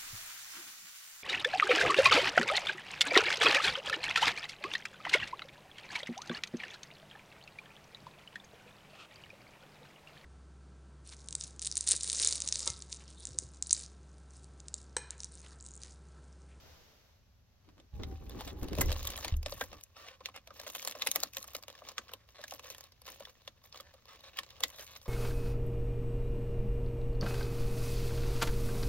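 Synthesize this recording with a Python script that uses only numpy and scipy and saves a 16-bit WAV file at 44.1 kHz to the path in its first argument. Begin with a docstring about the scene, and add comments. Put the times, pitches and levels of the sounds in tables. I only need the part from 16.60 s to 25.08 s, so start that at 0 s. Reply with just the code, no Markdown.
"""A soft hiss and a low drone die down, then hands pick cling film off a plastic meal tray.
Folds of film buckle in sharp snaps that set the stiff lid and the tray ringing.
Between the snaps the film crinkles and fingers rub and drag, all inside a quiet parked car.
Early on the camera rumbles, knocks and faintly whines while it is moved."""
import sys
import numpy as np
from scipy import signal
from scipy.fft import rfft, irfft, next_fast_len
from scipy.io import wavfile
from scipy.ndimage import map_coordinates

SR = 44100
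rng = np.random.default_rng(int(sys.argv[2]) if len(sys.argv) > 2 else 0)


def output_pcm(signal):
    """Save a mono or channel-first signal as 16-bit PCM at the path in sys.argv[1].

    Samples are clipped to [-1, 1] before scaling.
    """
    pcm = np.clip(np.atleast_2d(signal).T, -1, 1) * 32767
    wavfile.write(sys.argv[1], SR, np.round(pcm).astype(np.int16))


N = 373968

# the background hiss dying down: time_s, level_db
HISS_LEVELS = [(0, -60), (0.12, -59.5), (0.3, -64), (0.5, -67.5), (0.62, -74), (0.9, -75.5), (1.05, -73.5)]
# the tone of each noise, from bass to treble: pitch_hz, level_db
HISS_TONE = [(100, -5.5), (250, -7.5), (550, -0.5), (1100, -6.5), (2000, -8.5), (3800, -9), (6000, -9.5),
             (9000, -25.5), (12000, -18), (16000, -22.5)]
DRONE_TONE = [(20, -15), (45, -6), (65, 0.5), (95, -1), (140, -11), (250, -18.5), (500, -57)]
RUMBLE_TONE = [(18, -16), (29, -10), (45, 1.5), (70, 4.5), (100, -1), (140, -15.5), (300, -33)]
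SCUFF_TONE = [(90, -0.5), (160, -1), (310, 1.5), (430, -3.5), (600, -13.5), (1000, -18), (2500, -33.5)]
RUB_TONE = [(150, -6), (330, 8.5), (540, 11.5), (800, 4.5), (1100, 0), (1500, -24), (2300, 5), (3800, 7),
            (5200, 2.5), (7000, 2), (9500, -69), (15000, 0.5)]
# how alike a noise is in the two ears: pitch_hz, likeness (1 means the same)
EAR_LIKENESS = [(60, 0.93), (200, 0.62), (400, 0.5), (700, 0.19), (1500, 0.45), (3500, 0.17), (6500, 0.047),
                (9500, 1), (15000, 1)]
# fingers and tray dragging: start_s, end_s, level_db, slips_per_s, ring_hz
DRAGS = [(1.039, 1.105, -70, 120, 1100), (1.149, 1.205, -69, 99, 1240), (1.785, 1.827, -51.5, 295, 1040),
         (1.867, 1.909, -52, 220, 3440), (3.356, 3.47, -57.5, 340, 1130), (3.44, 3.493, -53, 470, 2850),
         (3.492, 3.56, -61, 260, 1140), (3.736, 3.784, -52, 260, 2540), (5.557, 5.68, -74.5, 260, 1820),
         (5.741, 5.815, -58, 190, 3780), (6.453, 6.508, -67, 280, 2320), (7.22, 7.324, -66.5, 182, 1720),
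         (7.479, 7.562, -59, 210, 1240), (7.629, 7.7, -56, 265, 3740), (7.757, 7.792, -51.5, 340, 3170),
         (7.909, 7.978, -69, 340, 1100), (8.12, 8.195, -57.5, 330, 3600), (8.181, 8.231, -54.5, 280, 1700),
         (8.272, 8.374, -57, 167, 3830)]
# the camera is gripped, moved and let go: time_s, rumble_db, scuff_db
GRIP_LEVELS = [(1.04, -66, -65), (1.315, -68, -84), (1.34, -39, -56.5), (1.8, -50.5, -51),
               (2.08, -44, -40.5), (2.28, -33, -65), (2.55, -54, -54.5), (2.95, -51.5, -67.5),
               (3.17, -59.5, -57.5)]
# bumps on the camera: start_s, thud_db, knock_db, decay_s
CAMERA_BUMPS = [(1.075, -75, -59, 0.039), (1.168, -74, -58.5, 0.039), (1.391, -57, -39, 0.041),
                (2.022, -33.5, -30, 0.018), (2.178, -48, -30, 0.056), (2.242, -29.5, -58, 0.098),
                (2.723, -27, -54, 0.059)]
# the camera wobbling on its mount: pitch_hz, level_db
MOUNT_WOBBLES = [(29, 1.5), (71, 4), (87, -4.5)]
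# the faint whine of the mount: time_s, pitch_hz, level_db
MOUNT_WHINE = [(1.31, 850, -99), (1.34, 825, -65), (1.45, 785, -66), (1.53, 768, -57), (1.6, 777, -68),
               (1.75, 801, -69), (1.94, 821, -62), (2.05, 858, -63)]
# the louder folds buckling: start_s, slip_ms, tray_db, lid_db, film_db, pitch_hz
BIG_FOLDS = [(1.2, 0.98, -64, -61, -90, 570), (1.4345, 0.22, -50.5, -43.5, -62, 3900),
             (1.6954, 1.6, -56, -55.5, -54, 4930), (1.8077, 3, -44.5, -48, -54, 750),
             (1.8773, 0.23, -48, -48.5, -57, 590), (2.031, 0.8, -50, -54, -51, 455),
             (2.0429, .1, -70, -58, -55, 1000), (2.085, 0.45, -54, -50.5, -55, 4000),
             (2.1317, 0.43, -47.5, -47, -53, 680), (2.1522, 0.45, -56, -48.5, -52, 4000),
             (2.1848, 1.4, -36.5, -43.5, -46, 600), (2.2099, 0.38, -41, -38, -31.5, 2070),
             (2.2133, 5.3, -35.5, -34.5, -28, 1950), (2.2591, .5, -58, -60, -46, 4470),
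             (2.2947, 0.26, -46, -45, -59, 440), (2.3061, .2, -45.5, -46, -58, 2900),
             (2.3179, 0.29, -42.5, -39, -44, 3000), (2.3258, 2.2, -46, -39.5, -45.5, 593),
             (2.3933, 0.67, -55, -50, -54, 3500), (2.429, .3, -56, -47, -47, 5000),
             (2.452, 0.32, -52.5, -52, -45, 4200), (2.4716, 2.1, -58, -37.5, -36, 3260),
             (2.5037, 2.2, -62, -47.5, -43.5, 4000), (2.5592, 0.41, -58, -45, -58, 2700),
             (2.566, .3, -58, -58, -46, 5000), (2.5762, 1.9, -53, -45, -46, 3500),
             (2.5878, 0.46, -48, -60, -47.5, 1020), (2.6048, .06, -66, -60, -56, 4600),
             (2.646, 3.4, -40.5, -36.5, -43, 960), (2.6803, 1.2, -45, -42.5, -43.5, 4980),
             (2.7238, 0.17, -60, -52.5, -66, 3100), (2.7408, 0.44, -58, -52, -72, 3000),
             (2.7675, 0.47, -73, -68, -51.5, 450), (2.8296, 1.3, -59, -51.5, -56, 5030),
             (2.8614, 0.28, -38.5, -37, -67, 596), (2.8969, .1, -66, -54, -56, 3600),
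             (2.9235, 0.29, -40.5, -42, -71, 600), (3.0101, 6.2, -33.5, -35.5, -43.5, 1600),
             (3.0401, 0.2, -54, -64, -50, 500), (3.1299, 1.4, -48.5, -52, -64, 1190),
             (3.2109, 0.19, -71, -60, -60, 5000), (3.2369, 0.16, -95, -60, -48, 5500),
             (3.6053, 7, -51, -60.5, -85, 1180), (3.6581, 0.74, -58, -36.5, -47.5, 4040),
             (3.6873, 1.4, -50, -58, -64, 1060), (3.7623, 0.33, -50, -50.5, -54, 4930),
             (3.8737, 0.97, -55, -53.5, -57, 4130), (3.9057, 1.7, -49.5, -61, -81, 1130),
             (3.9976, 3.6, -49.5, -46, -51, 5360), (4.0162, .1, -65, -60, -54, 4100),
             (4.0349, 0.32, -54, -54.5, -64, 2500), (4.0653, 6, -46.5, -46, -58, 606),
             (4.0723, 0.65, -52, -53, -51, 1288), (4.0785, .1, -60, -49, -49, 5600),
             (4.1002, 0.17, -53.5, -48.5, -48, 5460), (4.1495, 4.5, -46.5, -40.5, -42.5, 3500),
             (4.1606, .1, -55, -47, -48, 2800), (4.169, .06, -70, -56, -49, 3100),
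             (4.1958, 0.091, -60, -46, -68, 2677), (4.22, .1, -70, -50, -52, 6100),
             (4.2264, .2, -56, -47, -47, 4200), (4.2497, 0.12, -48.5, -44, -41, 4830),
             (4.2744, .8, -44, -37.5, -35.5, 3460), (4.2823, .2, -60, -45, -42, 3400),
             (4.2967, .1, -54, -48, -50, 5000), (4.3113, .2, -58, -48, -47, 5100),
             (4.323, .08, -70, -46.5, -57, 2800), (4.3521, 1.3, -44.5, -52, -59, 620),
             (4.4213, 0.067, -45.5, -30.5, -40, 3810), (4.4649, 2.1, -40.5, -43, -47, 4100),
             (4.4716, 0.3, -39, -30, -29, 2150), (4.4874, .5, -57, -45, -52, 5000),
             (4.5149, 0.33, -54, -37.5, -30, 3920), (4.5538, .1, -70, -50, -48, 5200),
             (4.5595, 0.49, -35.5, -32, -28, 2340), (4.6025, 0.54, -67, -48, -44, 5200),
             (4.6305, 0.3, -47, -49, -47, 4060), (4.6342, 0.18, -40, -32, -31.5, 4300),
             (4.6729, .2, -70, -57, -66, 1900), (4.7348, 0.1, -77, -51, -52, 5430),
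             (4.7479, 0.12, -70, -48, -59, 6000), (4.7693, 0.73, -43, -37.5, -39.5, 2940),
             (4.7833, .06, -69, -51, -47, 6900), (4.828, 0.15, -72, -50, -47, 3900),
             (4.842, 1.46, -52.5, -52.5, -51, 1100), (4.8784, .05, -64, -60, -49.5, 5200),
             (4.9495, 3.3, -42.5, -39, -44.5, 4830), (4.9656, 0.037, -73, -50, -46, 5140),
             (4.985, 0.87, -58, -61, -68, 1100), (5.0265, 0.13, -62, -54, -56, 5000),
             (5.0361, 0.088, -57.5, -51, -60, 4600), (5.0815, 1.7, -50.5, -48, -54, 2960),
             (5.1015, 0.3, -55.5, -51.5, -65, 3300), (5.1276, .1, -68, -60, -68, 3900),
             (5.152, 0.46, -57.5, -57, -72, 1800), (5.189, 1.1, -63, -57, -77, 2790),
             (5.2196, 2.3, -49.5, -76, -84, 595), (5.2873, 4, -54, -45, -50, 5200),
             (5.3174, 0.26, -59, -56, -60, 4600), (5.3816, 0.34, -42, -35.5, -48, 1250),
             (5.4823, 0.16, -70, -57.5, -77, 2400), (5.4921, 3.4, -54, -55, -82, 1750),
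             (5.5174, 0.4, -54.5, -61, -67, 2600), (5.5361, 0.81, -48.5, -43.5, -46, 3940),
             (5.7912, 1.4, -50.5, -71, -78, 570), (5.8145, .5, -62, -54, -62, 3500),
             (5.8397, 0.41, -52, -44.5, -58, 1700), (5.8808, 0.072, -68, -49, -51, 2500),
             (5.9097, 0.55, -68, -48, -48, 2700), (5.9218, 3.1, -43.5, -57, -55, 625),
             (5.9378, 0.071, -70, -55, -47.5, 4970), (5.9478, 0.33, -63, -64, -54, 4000),
             (5.9946, 1.4, -52.5, -49.5, -63, 2490), (6.0454, 0.091, -56, -56, -57, 565),
             (6.1012, 5, -53.5, -48.5, -45, 3900), (6.1476, 0.59, -58, -52, -56, 1690),
             (6.1824, 0.43, -62, -59, -54, 1100), (6.2085, 0.19, -63, -54, -53, 4680),
             (6.2395, 0.32, -68, -55, -56.5, 4500), (6.321, 0.13, -72, -60.5, -68, 5900),
             (6.4185, 0.1, -63.5, -60.5, -58, 5000), (6.4546, .1, -68, -58, -70, 4380),
             (6.4665, 2.4, -59, -52, -55, 4150), (6.4786, 1.5, -50.5, -50.5, -60, 1100),
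             (6.4873, 3, -54, -49.5, -63, 2190), (6.6008, .1, -70, -66, -57, 5000),
             (6.6051, 1.8, -46, -55.5, -61, 584), (6.6529, 0.1, -68, -47, -82, 2920),
             (6.672, 0.36, -57, -67, -75, 4000), (6.8767, 2.8, -50, -43.5, -60, 3270),
             (7.1261, 1.1, -66.5, -51, -76, 4940), (7.1446, 1.6, -53.5, -55, -74, 1130),
             (7.1743, 0.089, -75, -52, -62, 3800), (7.2004, 3.6, -50, -50.5, -61, 3140),
             (7.2073, 0.11, -69, -55, -53.5, 5640), (7.3389, 4.4, -57, -64.5, -67, 500),
             (7.4555, 0.13, -64, -60.5, -68, 4800), (7.6069, 0.13, -66, -59, -67, 3800),
             (7.7713, 0.66, -64, -47, -52, 3200), (7.7887, 0.89, -45, -34, -44, 1130),
             (7.8334, 0.37, -59, -50, -65, 900), (7.9051, 0.2, -79, -53, -63, 3320),
             (8.0054, 1.3, -47.5, -49, -47, 527), (8.0363, 0.55, -40, -26, -32.5, 3760),
             (8.082, .2, -80, -68, -53, 5000), (8.1018, .8, -60, -56.5, -54.5, 1300),
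             (8.2672, 0.12, -82, -56, -59, 6000), (8.2774, .1, -81, -55, -69, 3930),
             (8.3626, 1, -57.5, -48, -56, 5500), (8.4153, 0.33, -65, -59, -66, 4970),
             (8.457, 20, -50, -55.5, -68, 1030)]
# high folds are damped more than low ones: pitch_hz, boost_db
FOLD_BOOSTS = [(600, 12), (2000, 5.5), (5000, 7.5)]
# the pitches at which tray, lid and film like to ring: pitch_hz, width_hz, boost_db
TRAY_RINGS = [(532, 124, 12.5), (680, 16, 0), (1098, 166, 8)]
LID_RINGS = [(1720, 33, 7.1), (2250, 16, 3.8), (2960, 68, 3.6), (3570, 183, 3.1), (3810, 310, 3.3),
             (5200, 280, 1.4)]
FILM_RINGS = [(6550, 530, 17.2), (11000, 570, 10), (14450, 1800, 8.8)]
# the hands tug at the film: start_s, end_s, rub_db, crinkle_db
FILM_TUGS = [(1.336, 1.685, -67.5, -74), (1.705, 1.794, -59, -67.5), (1.798, 1.9, -55, -60.5),
             (1.968, 2.15, -61.5, -67.5), (2.16, 2.697, -49.5, -56.5), (2.88, 3.05, -56, -55),
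             (3.047, 3.19, -62, -71.5), (3.354, 3.5, -59, -72), (3.645, 3.66, -52.5, -74),
             (3.94, 4.04, -56.5, -65.5), (4.069, 4.318, -55, -56), (4.351, 4.655, -55.5, -56),
             (4.743, 4.84, -60.5, -60), (4.86, 4.978, -59, -58.5), (5.085, 5.214, -62, -76),
             (5.238, 5.31, -56.5, -71), (5.343, 5.528, -66, -81), (5.68, 5.712, -65, -69),
             (5.805, 5.847, -60.5, -73), (5.895, 5.958, -55, -59), (6.028, 6.12, -55, -58),
             (6.129, 6.267, -62.5, -72), (6.455, 6.543, -57.5, -58), (6.536, 6.704, -61, -68),
             (6.725, 6.87, -68.5, -78), (7.04, 7.064, -61.5, -63.5), (7.142, 7.188, -54.5, -67),
             (7.266, 7.459, -69.5, -85), (7.46, 7.982, -63, -75.5), (8.01, 8.166, -63.5, -64),
             (8.185, 8.219, -53, -49), (8.249, 8.44, -69.5, -60.5)]
# a panel of the package pops through: start_s, pitch_hz, level_db, decay_s
POPPING_PANELS = [(2.177, 583, -31, 0.01), (2.211, 2030, -36, 0.017), (2.2133, 1600, -33, .008),
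                  (3.01, 1316, -40, 0.0086), (3.13, 1155, -51, 0.022), (4.4724, 545, -42, 0.014),
                  (4.771, 520, -41.5, 0.01), (5.3838, 1620, -45.5, .008), (5.8405, 1670, -34, 0.0038),
                  (7.787, 3240, -24.5, 0.003), (8.0378, 524, -41, 0.0094)]

TIME = np.arange(N) / SR
BLUR_FROM_PER_S, BLUR_OVER_PER_S = 182, 220   # faster slips blur into a scrape
ECHO_MIN_MS, ECHO_MAX_MS, ECHO_DB = .5, 2.2, -10.5   # a crack bounces off the far rim of the tray
DRY_SLIP_MS = 0.096   # slips shorter than this mostly tick, with little ringing
PRESS_SHIFT = 0.07   # finger pressure shifts the ringing pitches by about this share, snap by snap
TABLE_DB, TABLE_LAG_S = -17, 0.01084   # the table answers more softly than the tray, and later


def from_db(db):
    """Turn decibels into a number to multiply a sound by."""
    return 10 ** (np.asarray(db) / 20)


def rms_one(x):
    """Scale a sound so its average strength (rms) is 1."""
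    return x / np.sqrt(np.mean(x ** 2) + 1e-20)


def energy_one(x):
    """Scale a sound so its total energy is 1 per channel, on average."""
    return rms_one(x) / np.sqrt(x.shape[-1])


def in_time(rows):
    """Join the rows of a table with straight lines, giving each column a value per sample."""
    times, *columns = np.transpose(rows)
    return [np.interp(TIME, times, column) for column in columns]


def at_hz(points, hz):
    """Look up a value by pitch, with every octave spaced alike."""
    pitches, values = np.transpose(points)
    return np.interp(np.log(hz + 1e-3), np.log(pitches), values)


def add(track, start_s, sound):
    """Mix a short sound into a track."""
    at = max(round(start_s * SR), 0)
    track[:, at:at + sound.shape[-1]] += sound[:, :N - at]


def drift(per_s):
    """A random wander of about size 1, turning per_s times a second."""
    knots = rng.standard_normal(4096)
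    return rms_one(np.interp(TIME * per_s, np.arange(len(knots)), knots))


def held(start, end, attack_s, release_s):
    """A loudness shape: rise around the start, hold, die away after the end."""
    rise = np.clip((TIME - start) / attack_s + .5, 0, 1)
    return rise * np.exp(-np.clip((TIME - end) / release_s, 0, 20))


def two_ears(mid, side, alike):
    """Blend two noises into left and right; alike=1 makes both ears the same."""
    alike = np.clip(alike, -1, 1)
    return np.sqrt(1 + alike) * mid + np.sqrt(1 - alike) * side * np.array([[1], [-1]])


def noise(tone, grain=1):
    """Stereo noise with a given tone; a changing grain makes its loudness uneven."""
    size = next_fast_len(N)
    hz = np.arange(size // 2 + 1) * SR / size
    mid, side = rfft(rng.standard_normal((2, N)) * grain, size)
    colour = from_db(at_hz(tone, hz)) / (1 + (hz / tone[-1][0] / 2) ** 4)
    return rms_one(irfft(two_ears(mid, side, at_hz(EAR_LIKENESS, hz)) * colour, size)[:, :N])


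def resonance(hz, width_hz, db):
    """A filter that turns the pitches around hz up or down by db."""
    r = np.exp(-np.pi * width_hz / SR)
    poles = np.array([1, -2 * r * np.cos(2 * np.pi * hz / SR), r * r])
    return np.r_[poles + (from_db(db) - 1) * (1 - r * r) / 2 * np.array([1, 0, -1]), poles]


def body(low_hz, high_hz, rings=()):
    """A filter for one object: the range of pitches it gives off, boosted where it rings."""
    band = signal.butter(2, [low_hz, high_hz], "band", fs=SR, output="sos")
    return np.vstack([band] + [resonance(*ring) for ring in rings])


def ringing(ring_ms, tail_ms, tail_db, alike):
    """The quick ringing of thin plastic, plus the short echo of the car's cabin."""
    t = TIME[:SR // 6]
    shape = np.exp(-1000 * t / ring_ms) + from_db(tail_db) * np.exp(-1000 * t / tail_ms)
    return energy_one(two_ears(*rng.standard_normal((2, len(t))), alike) * shape)


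def background_hiss():
    """A slightly wavering hiss dies down to the quiet of the cabin."""
    level_db, = in_time(HISS_LEVELS)
    return from_db(level_db) * noise(HISS_TONE, grain=from_db(-0.5 * drift(13)))


def cabin_drone(start_db=-59, rest_db=-68, hold_s=0.11, fall_db_per_s=52):
    """A low drone holds briefly, then fades to a faint level and stays there."""
    fading = from_db(start_db - fall_db_per_s * np.maximum(TIME - hold_s, 0))
    return np.hypot(fading, from_db(rest_db)) * noise(DRONE_TONE) * from_db(1.2 * drift(4))


def finger_drags():
    """Skin and tray stick and slip: a nearly regular buzz of ticks that blurs into a scrape."""
    out = np.zeros((2, N))
    for start, end, db, per_s, hz in DRAGS:
        n = round((end - start) * SR)
        blur = np.clip((per_s - BLUR_FROM_PER_S) / BLUR_OVER_PER_S, 0, 1)
        slip_count = np.cumsum(per_s * np.exp(0.077 * drift(200)[:n])) / SR
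        ticks = np.diff(np.floor(slip_count), prepend=0) * from_db(4 * rng.standard_normal(n))
        scrape = rng.standard_normal(n) ** 3
        drag = np.sqrt(1 - blur) * rms_one(ticks) + np.sqrt(blur) * rms_one(scrape)
        drag *= from_db(3.1 * drift(72)[:n])   # the hand presses unevenly
        drag *= signal.windows.tukey(n, .3)   # fade in and out
        spot = from_db(3.0) * ringing(ring_ms=9.3, tail_ms=3.7, tail_db=-7, alike=0.66)
        spot[:, 0] += 1   # the drag itself comes through along with the spot's own ring
        sound = signal.oaconvolve(drag[None], spot, axes=1)
        tray = body(500, 4940, rings=[(560, 120, 9), (1120, 180, 4), (hz, 0.15 * hz, 9)])
        add(out, start, from_db(db) * np.sqrt(n) * energy_one(signal.sosfilt(tray, sound)))
    return out


def camera_grip():
    """The rumble and scuff of a gripping hand travel through the camera body."""
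    rumble_db, scuff_db = in_time(GRIP_LEVELS)
    moving = held(GRIP_LEVELS[0][0], GRIP_LEVELS[-1][0], attack_s=0.014, release_s=0.014)
    rumble = from_db(rumble_db) * noise(RUMBLE_TONE)
    scuff = from_db(scuff_db) * noise(SCUFF_TONE, grain=from_db(5.2 * drift(40)))
    return moving * (rumble + scuff)


def camera_bumps(rise_s=0.0041):
    """Each bump gives a hollow knock, and a thud as the camera wobbles on its mount."""
    out, t = np.zeros((2, N)), TIME[:SR // 2]
    hollow = noise(SCUFF_TONE)
    thud = sum(from_db(db) * np.sin(2 * np.pi * hz * t) for hz, db in MOUNT_WOBBLES)
    for start, thud_db, knock_db, decay_s in CAMERA_BUMPS:
        swell = (1 - np.exp(-t / rise_s)) * np.exp(-t / decay_s)
        knock = hollow[:, round(start * SR):][:, :len(t)]
        add(out, start, swell * (from_db(thud_db) * thud + from_db(knock_db) * knock))
    return out


def snaps(folds, part, rings, levels, crack_db, ring_db, ring_ms, tail_db, alike):
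    """Each fold strains with tiny slips, then gives way with a crack that shakes one part."""
    out, lead = np.zeros((2, N)), SR // 60
    ms = 1000 * (np.arange(SR // 6) - lead) / SR   # the fold gives way at 0
    for (start, slip_ms, _, _, _, hz), db in zip(folds, levels):
        slips = rng.standard_normal(len(ms)) ** 3   # cubing makes noise spiky
        strain = from_db(-15) * energy_one(slips * (ms < 0) * np.exp(-abs(ms) / 6))
        burst = energy_one(slips * (ms >= 0) * np.exp(-abs(ms) / slip_ms))
        crack = energy_one(burst + (ms == 0) * from_db(crack_db) / (1 + slip_ms))
        echo_ms = rng.uniform(ECHO_MIN_MS, ECHO_MAX_MS)
        echo = from_db(ECHO_DB) * np.roll(crack, round(echo_ms * SR / 1000))
        ring = ringing(ring_ms, tail_ms=28, tail_db=tail_db, alike=alike)
        ring = np.pad(ring, ((0, 0), (lead, 0)))[:, :len(ms)]
        ring_gain = from_db(ring_db) * slip_ms / (slip_ms + DRY_SLIP_MS)
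        shake = strain + crack - echo + ring_gain * ring
        fold = resonance(hz, width_hz=0.18 * hz, db=at_hz(FOLD_BOOSTS, hz))
        # every fold sits elsewhere on the package, so some overtones ring and others stay quiet
        overtone_hz = np.exp(rng.uniform(np.log(1500), np.log(14000), 6))
        overtones = [resonance(f, .06 * f, 7 * (-1) ** k) for k, f in enumerate(overtone_hz)]
        shift = np.exp(PRESS_SHIFT * rng.standard_normal())
        pressed = [resonance(f * shift, width, boost) for f, width, boost in rings]
        sound = energy_one(signal.sosfilt(np.vstack([part, *pressed, fold, *overtones]), shake))
        add(out, start - lead / SR, from_db(db) * np.sqrt(SR / 100) * sound)   # level over 10 ms
    return out


def buckling(folds):
    """Every snap sounds in the tray, lid and film; the table beneath gives a soft, low answer."""
    _, _, tray_db, lid_db, film_db, _ = np.transpose(folds)
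    no_bass = signal.butter(4, 410, "high", fs=SR, output="sos")
    tray = snaps(folds, np.vstack([body(360, 1750), no_bass]), TRAY_RINGS, tray_db,
                 crack_db=2, ring_db=-2, ring_ms=8.3, tail_db=-16.5, alike=0.75)
    lid = snaps(folds, body(1700, 5920), LID_RINGS, lid_db,
                crack_db=5, ring_db=-1, ring_ms=5.7, tail_db=-24, alike=0.046)
    film = snaps(folds, body(6600, 15500), FILM_RINGS, film_db,
                 crack_db=0.5, ring_db=-2.5, ring_ms=3, tail_db=-25, alike=0.48)
    table = snaps(folds, body(195, 330), [], tray_db + TABLE_DB,
                  crack_db=0, ring_db=8, ring_ms=18, tail_db=-20, alike=.9)
    return tray + lid + film + np.roll(table, round(TABLE_LAG_S * SR), axis=1)


def mount_whine():
    """The camera's mount gives one faint, unsteady note as it moves."""
    hz, level_db = in_time(MOUNT_WHINE)
    unsteady_hz = hz * (1 + 0.0104 * drift(61.1))
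    sounding = (TIME > MOUNT_WHINE[0][0]) & (TIME < MOUNT_WHINE[-1][0])
    return sounding * from_db(level_db) * np.sin(2 * np.pi * np.cumsum(unsteady_hz) / SR)


def tug_gains(hold_from_s=1.35, hold_rub_db=-75.5, hold_crinkle_db=-87):
    """How strong the rub and crinkle are: they swell in each tug and stay faint while hands hold on."""
    holding = TIME > hold_from_s
    rub_gain, crinkle_gain = from_db(hold_rub_db) * holding, from_db(hold_crinkle_db) * holding
    for start, end, rub_db, crinkle_db in FILM_TUGS:
        effort = held(start, end, attack_s=0.029, release_s=0.026)
        rub_gain = np.maximum(rub_gain, from_db(rub_db) * effort)
        crinkle_gain = np.maximum(crinkle_gain, from_db(crinkle_db) * effort)
    return rub_gain, crinkle_gain


def crinkle(part, per_s, spread_db, clump_db, ring_db, low_hz, high_hz):
    """Tiny creases pop at random, in clumps, some louder than others."""
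    popping = rng.random(N) < per_s * from_db(clump_db * drift(35)) / SR
    pops = popping * rng.choice([-1, 1], N) * from_db(spread_db * np.minimum(rng.exponential(1, N), 3))
    pitches = np.geomspace(low_hz, high_hz, 10)
    places, out = rng.integers(0, len(pitches), N), 0
    for place, hz in enumerate(pitches):   # every place on the plastic rings in its own way
        spot = from_db(ring_db) * ringing(ring_ms=3.2, tail_ms=22, tail_db=-17, alike=.8)
        spot[:, 0] += 1
        spot = signal.sosfilt([resonance(hz, width_hz=0.25 * hz, db=10.5)], spot)
        out = out + signal.oaconvolve((pops * (places == place))[None], spot, axes=1)[:, :N]
    return rms_one(signal.sosfilt(part, out))


def film_crinkle():
    """Creases in the thin film make a fine, bright crackle."""
    film = body(2540, 17100, rings=[(6160, 1100, 12), (10500, 22000, 0.36), (13440, 1400, 10)])
    return crinkle(film, per_s=240, spread_db=3.5, clump_db=3.5, ring_db=-0.5,
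                   low_hz=2500, high_hz=14100)


def finger_rub():
    """Fingers on the lid make a light crackle and a grainy rub."""
    shell = body(460, 5500, rings=TRAY_RINGS + LID_RINGS)
    crackle = crinkle(shell, per_s=320, spread_db=4, clump_db=3, ring_db=1, low_hz=1100, high_hz=5500)
    rub = noise(RUB_TONE, grain=from_db(3.5 * drift(450) + 2.5 * drift(50)))
    return rms_one(crackle + 0.75 * rub)


def small_folds(per_s=15, slip_ms=0.11, spread_db=2, low_hz=500, high_hz=5500):
    """Smaller folds give way at random during a tug, near its level; rows as in BIG_FOLDS."""
    chance, sizes = rng.random((200, 2)), rng.standard_normal((200, 3))
    times = (np.arange(len(chance)) + chance[:, 0]) / per_s
    pitches = low_hz * (high_hz / low_hz) ** chance[:, 1]
    offsets_db = spread_db * sizes + [-3.5, 1, -6]   # tray, lid, film
    return [(s, slip_ms, *(db + [rub_db, rub_db, crinkle_db]), hz)
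            for start, end, rub_db, crinkle_db in FILM_TUGS
            for s, db, hz in zip(times, offsets_db, pitches) if start < s < end]


def panel_pops(rise_s=0.00048):
    """A panel pops through and rings briefly at one pitch."""
    out, t = np.zeros((2, N)), TIME[None, :SR // 5]
    for start, hz, db, decay_s in POPPING_PANELS:
        swell = (1 - np.exp(-t / rise_s)) * np.exp(-t / decay_s)
        add(out, start, from_db(db) * swell * np.sin(2 * np.pi * hz * t))
    return out


def in_cabin(sound, bounce_ms=3.9, bounce_db=-20.5):
    """A nearby surface throws the sound back, and each ear hears one range a little louder."""
    left, right = sound + from_db(bounce_db) * np.roll(sound, round(bounce_ms * SR / 1000), axis=1)
    return np.array([signal.sosfilt([resonance(510, width_hz=210, db=1.6)], left),
                     signal.sosfilt([resonance(2170, width_hz=1600, db=0.97)], right)])


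def scene():
    """Mix everything; the package lies a little to the left, so the right ear hears it later."""
    hiss, drone = background_hiss(), cabin_drone()
    camera = camera_grip() + camera_bumps() + mount_whine()
    rub_gain, crinkle_gain = tug_gains()
    package = crinkle_gain * film_crinkle() + rub_gain * finger_rub() + finger_drags()
    package += buckling(BIG_FOLDS) + buckling(small_folds()) + panel_pops()
    left, right = in_cabin(package) + hiss
    right_lag_ms = .069
    right = map_coordinates(right, [np.arange(N) - right_lag_ms * SR / 1000], order=3)
    return np.array([left, right]) + camera + drone


def record(dry):
    """Cut the highest treble steeply, above 15900 Hz."""
    return signal.sosfilt(signal.ellip(10, .3, 70, 15900, fs=SR, output="sos"), dry)


dry = scene()
out = record(dry)
output_pcm(out)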